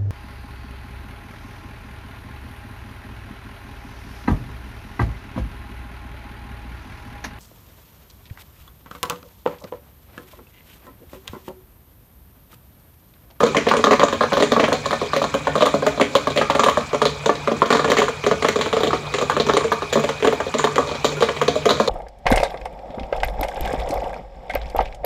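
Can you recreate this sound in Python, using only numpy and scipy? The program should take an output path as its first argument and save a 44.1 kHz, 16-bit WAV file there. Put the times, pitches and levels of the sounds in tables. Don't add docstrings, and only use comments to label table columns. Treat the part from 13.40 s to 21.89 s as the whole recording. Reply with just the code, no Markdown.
import sys
import numpy as np
from scipy import signal
from scipy.io import wavfile

SR = 44100
rng = np.random.default_rng(int(sys.argv[2]) if len(sys.argv) > 2 else 0)


def persist_wave(psi):
    counts = np.round(np.clip(psi, -1, 1) * 32767).astype(np.int16)
    wavfile.write(sys.argv[1], SR, np.atleast_2d(counts).T)


N = 374405


def from_db(db):
    return 10 ** (np.asarray(db) / 20)


def rms_one(x):
    return x / np.sqrt(np.mean(x ** 2) + 1e-20)


def butter2(kind, edges_hz, x):
    return signal.sosfilt(signal.butter(2, edges_hz, kind, fs=SR, output="sos"), x)


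def drift(rate_hz):
    step, settle = 40, 2000
    pole = np.exp(-2 * np.pi * rate_hz * step / SR)
    noise = rng.standard_normal(N // step + settle + 2)
    slow = signal.lfilter([1], [1, -2 * pole, pole * pole], noise)[settle:]
    return np.interp(np.arange(N) / step, np.arange(len(slow)), rms_one(slow))


def resonance(x, hz, width_hz):
    r = np.exp(-np.pi * width_hz / SR)
    zeros = np.array([1, 0, -1]) * (1 - r * r) / 2
    poles = [1, -2 * r * np.cos(2 * np.pi * hz / SR), r * r]
    return signal.lfilter(zeros, poles, x)


def clicks_at(start_s, gains):
    out = np.zeros(N)
    np.add.at(out, np.clip((start_s * SR).astype(int), 0, N - 1), gains)
    return out


def fading(clicks, t60_s):
    decay = from_db(-60 / (t60_s * SR))
    return signal.lfilter([1], [1, -decay], clicks + 1e-18)


def hiss(level_db, patchy_db):
    # f/Hz, density/dB
    spectrum = [(20, -44), (55, -31), (100, -38), (250, -49), (500, -1.5), (1000, 1.5), (2000, -9.5),
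                (2800, -9.5), (3700, -9), (5500, -15.5), (7200, -16.5), (8300, -9), (10000, -45),
                (16000, -60)]
    hz_of, db_of = np.transpose(spectrum)
    edges_hz = 20 * 2 ** np.arange(0, 9.9, 1 / 3)
    white = rng.standard_normal((2, N))
    out = 0
    for k, (low_hz, high_hz) in enumerate(zip(edges_hz, edges_hz[1:])):
        band = butter2("band", [low_hz, high_hz], white[k % 2])
        db = np.interp(np.log(low_hz * high_hz) / 2, np.log(hz_of), db_of)
        out = out + from_db(db + patchy_db * drift(40)) * band
    return from_db(level_db) * rms_one(out)


def motor():
    # f/Hz, width of each of two passes/Hz, rms before wavering/dB
    modes = [(66.4, 81, -39.5), (148.4, 11.6, -37.5), (2320, 210, -42.5), (2482, 55, -44.5)]
    out = 0
    for hz, width_hz, rms_db in modes:
        once = resonance(rng.standard_normal(N), hz, width_hz)
        band = rms_one(resonance(once, hz, width_hz))
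        out = out + from_db(rms_db + 0.5 * drift(1.4)) * band
    return out


def hall(x, count=9):
    # band top/Hz, t60/s, level/dB
    bands = [(723, 0.36, -2), (2700, 0.27, 0), (8000, 0.38, -2)]
    build_s = 0.0081
    t = np.arange(SR // 2) / SR
    white = rng.standard_normal((count, len(t)))
    answers, low_hz = 0, 100
    for top_hz, t60_s, db in bands:
        band = butter2("band", [low_hz, top_hz], white)
        tail_norm = np.sqrt(t60_s * SR / (2 * np.log(1000)))
        answers = answers + band * from_db(db - 60 * t / t60_s) / tail_norm
        low_hz = top_hz
    answers = answers * (1 - np.exp(-t / build_s))
    place = np.linspace(0, count - 1, N)
    near = np.maximum(1 - np.abs(place - np.arange(count)[:, None]), 0)
    return signal.oaconvolve(x * near, answers, axes=1)[:, :N].sum(axis=0)


def cracks(start_s, crack_db):
    # f/Hz, width of first pass/Hz, level/dB
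    colour = [(1930, 834, 5), (3180, 550, 3), (3890, 774, 4), (6015, 910, -10.5), (7017, 660, -3),
              (8700, 454, -6), (12100, 4800, -22.5)]
    wall_echo_s, wall_echo_db = 0.0057, -11
    rattle_db, scatter_db = -10.5, 3.5
    luck = rng.standard_normal((len(start_s), len(colour)))
    grain_db = 3.17 * np.repeat(rng.standard_normal(N // 64 + 1), 64)[:N]
    grains = rng.standard_normal(N) * from_db(grain_db)
    out = 0
    for k, (hz, width_hz, db) in enumerate(colour):
        gains = from_db(crack_db + db + scatter_db * luck[:, k])
        direct = clicks_at(start_s, gains)
        clicks = direct + clicks_at(start_s + wall_echo_s, gains * from_db(wall_echo_db))
        puff = fading(clicks, 0.024) - .5 * fading(clicks, 0.007)
        shape = puff + from_db(rattle_db) * fading(clicks, 0.2)
        band = resonance(resonance(shape * grains, hz, width_hz), hz, 2 * width_hz)
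        out = out + band * (-1) ** k
    return out


def hollow_pitch(start_s):
    # t/s, f/Hz
    course = [(0, 490), (0.5, 530), (3.0, 543), (4.0, 474), (5.3, 454), (8.49, 497)]
    spread = 0.055
    stray = 1 + spread * rng.standard_normal(len(start_s))
    return np.interp(start_s, *np.transpose(course)) * stray


def kettle(start_s, hollow_db, upper_db, centre_hz, scatter_db, detune):
    # f/Hz, relative level/dB, nominal t60/s
    modes = [(231, 1.5, 0.078), (258, -1, 0.033), (276, -1, 0.088), (379, -4, 0.028), (430.6, -0.5, 0.083),
             (476.7, -3, 0.065), (519.4, -1.5, 0.043), (568.7, -1, 0.085), (619, -3.5, 0.081),
             (697.3, -4.5, 0.13), (894, 11.5, 0.051), (1040, 12.5, 0.03), (1111, 20.5, 0.022),
             (1193, 15.5, 0.036), (1224, -14, 0.12), (1428, 1, 0.13), (1460, -0.5, 0.048), (1674, 5, 0.049),
             (1776, -1, 0.052), (2140, -9, 0.034)]
    hz, level_db, t60_s = np.transpose(modes)
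    upper_from_hz, deep_to_hz = 760, 340
    deep_loss_db_per_s = 0.7
    rebound_min_s, rebound_max_s, rebound_db = 0.004044, .011, -9.5
    upper, deep = hz > upper_from_hz, hz < deep_to_hz
    build_s = np.where(upper | deep, 0.61 / hz, .003)
    luck = rng.standard_normal((len(start_s), 4, len(modes)))
    t = np.arange(SR // 8)[:, None] / SR
    knock = 1 + upper * 1.4 * np.exp(-t / .0028)
    rebound = (SR * rng.uniform(rebound_min_s, rebound_max_s, len(start_s))).astype(int)
    out = np.zeros(N + 2 * len(t))
    for k, (drive, shift, damp, late) in enumerate(luck):
        away_octaves = np.clip(np.abs(np.log2(hz / centre_hz[k])), 0, .45)
        db = level_db + scatter_db * drive - np.where(upper, 0, 22 * away_octaves)
        db = db - deep_loss_db_per_s * start_s[k] * deep
        since_s = np.maximum(t - 0.33 * np.abs(late) / hz, 0)
        burst_t60_s = t60_s * from_db(0.66 * damp)
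        fade = (1 - np.exp(-since_s / build_s)) * from_db(db - 60 * since_s / burst_t60_s)
        swing = np.sin(2 * np.pi * hz * (1 + detune * shift) * since_s)
        rings = -knock * fade * swing
        at = int(start_s[k] * SR)
        again = at + rebound[k]
        for group, peak_db in ((~upper, hollow_db[k]), (upper, upper_db[k])):
            ring = rings[:, group].sum(axis=1)
            ring = from_db(peak_db) * ring / np.abs(ring).max()
            out[at:at + len(t)] += ring
            out[again:again + len(t)] -= from_db(rebound_db) * ring
    return butter2("high", 140, out[:N])


def popping():
    # t/s, hollow ring peak before filtering/dB, upper ring peak before filtering/dB, crack level/dB
    pops = [(0.004, -10, -7.5, -18.0), (0.032, -1, -5, -17.5), (0.063, -11, -13, -21),
            (0.147, -10.5, -6.5, -21), (0.167, -9.5, -25, -13), (0.267, -5, -12.5, -25.0),
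            (0.286, -30, -16, -15.5), (0.313, -12.5, -1.5, -25), (0.337, -9.5, -3.5, -26),
            (0.367, -12, -15, -20.5), (0.39, -12.5, -15, -34), (0.44, -6, 1, -10), (0.469, -4, -0.5, -26),
            (0.509, -3, -2, -13), (0.52, -17, -10, -21), (0.531, -5.5, 0, -19), (0.595, -9.5, -4.5, -16),
            (0.616, -6.5, -4, -26), (0.632, 1.5, 2.5, -14), (0.683, -15, -10.5, -21.5),
            (0.726, -6.5, -9.5, -18), (0.808, -6.5, -3.5, -23.5), (0.835, -7.5, -7.5, -22),
            (0.921, -7.5, -9, -25.5), (0.931, -11, -11, -21), (0.97, -8.0, -5, -19.5),
            (1.001, -6, -9.0, -20), (1.024, -3.0, -8.5, -13.5), (1.119, -5, -8, -14.5),
            (1.135, -32, -13, -29), (1.164, -8.0, -3.5, -32), (1.196, -7.0, -7.0, -15.5),
            (1.229, -8.5, -14, -32), (1.239, -15, -7, -17), (1.281, -7.5, -10, -27), (1.32, -5.5, -10, -31),
            (1.328, -9, -16, -15), (1.457, -14, -11.5, -19.5), (1.508, -16.5, -10.5, -19.5),
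            (1.529, -11, -7.0, -26), (1.614, -13.0, -16.5, -24.5), (1.733, -14, -7, -19),
            (1.763, -8.5, -14, -19.5), (1.817, -8.5, -9, -23), (1.841, -14.0, -8, -28),
            (1.941, -9, -9, -19), (2.07, -8, -5.5, -23), (2.154, -6, -7.5, -21), (2.178, -10, -21, -29.0),
            (2.207, -8, -11, -17.5), (2.222, -0.5, -4.5, -17.5), (2.256, -15, -10, -16.5),
            (2.268, -9, -5, -25), (2.34, -5, -8.5, -21.5), (2.423, -10.5, -13.0, -30),
            (2.465, -4.5, -6.5, -14), (2.575, -17, -20, -30), (2.598, -7.5, -6, -20),
            (2.61, -2.5, -9, -17.5), (2.752, -2, -1.5, -10), (2.871, -10.5, -8, -21.5),
            (2.901, -14.5, -32, -22.5), (2.96, -13.5, -19.0, -22), (2.974, -12, -14, -13.5),
            (2.986, -9, -29, -30), (3.013, -9.5, -5, -25), (3.099, -8.5, -2, -14), (3.15, -8, -8, -18.5),
            (3.194, -7.5, -2.5, -15), (3.235, -8.5, -3, -12), (3.262, -4, -3.5, -25),
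            (3.285, -6.5, -1, -15.5), (3.372, -6.0, -4.0, -24), (3.531, -9.0, -15, -23.5),
            (3.545, -9, -9.5, -28), (3.617, -4.5, -4, -17.5), (3.653, -5.5, -6.5, -14.0),
            (3.859, -8.5, -11.5, -15.5), (3.893, -4.0, -2, -21.5), (4.074, -9, -8.5, -23.5),
            (4.115, -10, -13.5, -27), (4.219, -5, 1, -24), (4.257, -14, -22, -22), (4.304, -4.0, -3.5, -11),
            (4.326, -6.0, -2, -17), (4.35, -11, -2, -21), (4.369, -26, -12.0, -37.0),
            (4.393, -9.5, -8.5, -24), (4.444, -10, -7.5, -17), (4.478, -12.0, -15, -24),
            (4.5, -9, -11, -14), (4.517, -4.5, -7, -21), (4.531, -21, -9.5, -34), (4.568, -12, -5.5, -15),
            (4.584, -6, -27.0, -14.0), (4.591, -14, -9, -24), (4.618, -9.5, -3.5, -20),
            (4.682, -14.5, -9.5, -21.5), (4.839, -15.0, -18.0, -24.5), (4.864, -5.5, -8.5, -16.5),
            (4.912, -7.5, -5.5, -22), (5.023, -13.0, -14, -18.5), (5.046, -4, -5.5, -16),
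            (5.085, -6.5, -13.5, -16), (5.158, -9.5, -12.5, -23), (5.189, -9.5, -16, -28.0),
            (5.211, -20, -10, -12), (5.26, -16.0, -12, -29), (5.328, -8.5, -10, -19.5),
            (5.366, -8.5, -9, -23), (5.405, -11, -14, -24.5), (5.433, -7.5, -13.0, -17.5),
            (5.47, -10.5, -18, -25.5), (5.506, -28, -12, -31), (5.531, -10, -6, -25),
            (5.739, -13.5, -13, -16.5), (5.784, -17, -16, -22), (5.812, -14, -12, -26),
            (5.823, -9.5, -10, -31), (5.898, -17.5, -1, -16.0), (5.916, -22, -12, -36),
            (5.966, -9.5, -5.5, -23), (5.999, -7.5, -12, -16), (6.066, -13, -17, -20.5),
            (6.087, -10.5, -13, -28), (6.096, -6.0, -2, -23), (6.135, -10, -10, -19),
            (6.168, -4.5, -4.5, -15.5), (6.208, -18, -14, -38), (6.243, -9.5, -13.0, -28),
            (6.318, -14, -6.5, -17.0), (6.421, -16, -11.5, -30.0), (6.526, -10.5, -16, -12),
            (6.555, -5.0, -12.0, -28), (6.573, -8.5, -10, -33), (6.594, -17, -17, -27.0),
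            (6.639, -10, -17, -22), (6.69, -13.5, -12.5, -19.5), (6.824, -10.0, -19, -21.5),
            (6.846, -5, -7.0, -20.5), (6.872, -5, -9, -17.5), (6.925, -10.0, -10.5, -23),
            (7.002, -13.5, -9.5, -25.5), (7.064, -15.5, -26, -30), (7.14, -11.0, -11.5, -21.5),
            (7.184, -20, -28, -14.5), (7.194, -16.5, -8.5, -31), (7.241, -5.5, -5.5, -14),
            (7.272, -26.0, -7, -36), (7.358, -13.0, -19, -22.0), (7.381, -6.5, -2.5, -19),
            (7.512, -16, -21, -29), (7.645, -7, -5.5, -11.5), (7.723, -21.0, -27, -32),
            (7.806, -10, -19.0, -17.5), (7.823, -2.5, -4.5, -14), (7.887, -14.5, -13.0, -23.5),
            (7.965, -21, -20, -27), (8.014, -8.5, -6.5, -20.5), (8.08, -5.0, -12, -14.5),
            (8.155, -7.5, -17.5, -23.0), (8.255, -5, -10.0, -13.5), (8.29, -10.5, -6, -16.5),
            (8.305, -8.5, -6.5, -20), (8.399, -5, -4.5, -17.5), (8.476, -7.5, -13.5, -18.5)]
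    start_s, hollow_db, upper_db, crack_db = np.transpose(pops)
    clear = kettle(start_s, hollow_db, upper_db, hollow_pitch(start_s), scatter_db=1.0, detune=0.033)
    clear = clear + cracks(start_s, crack_db)

    faint_count, softest_db, range_db = 150, -36.5, 16
    draws = rng.random((faint_count, 2))
    start_s = draws[:, 0] * N / SR
    db = softest_db + range_db * draws[:, 1] ** 2
    faint = kettle(start_s, db, db - 4, hollow_pitch(start_s), scatter_db=14.0, detune=0.04)
    return clear + faint + cracks(start_s, db - 8.5)


def scene():
    pops = popping()
    machine = hiss(level_db=-35.5, patchy_db=3.5) + motor()
    return (pops + hall(pops) + machine)[None]


def record(dry):
    threshold_db, release_db_per_s, attack_s = -3, 40, 0.013
    duck_share = .5
    cutoff_hz, noise_db = 15700, -60
    heard = signal.sosfilt(signal.butter(3, 50, "high", fs=SR, output="sos"), dry)
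    heard = heard - 0.81 * resonance(heard, 8530, 920)

    over_db = np.maximum(20 * np.log10(np.abs(heard) + 1e-9) - threshold_db, 0)
    release_db = release_db_per_s * np.arange(N) / SR
    held_db = np.maximum.accumulate(over_db + release_db, axis=1) - release_db
    pole = np.exp(-1 / (attack_s * SR))
    smooth_db = signal.lfilter([1 - pole], [1, -pole], held_db)
    ducked = heard * from_db(-duck_share * smooth_db)

    ducked = ducked + from_db(noise_db) * rng.standard_normal(N)
    rounded = ducked / (1 + ducked ** 4) ** (1 / 4)
    return signal.sosfilt(signal.ellip(10, .3, 80, cutoff_hz, fs=SR, output="sos"), rounded)


dry = scene()
out = record(dry)
persist_wave(out)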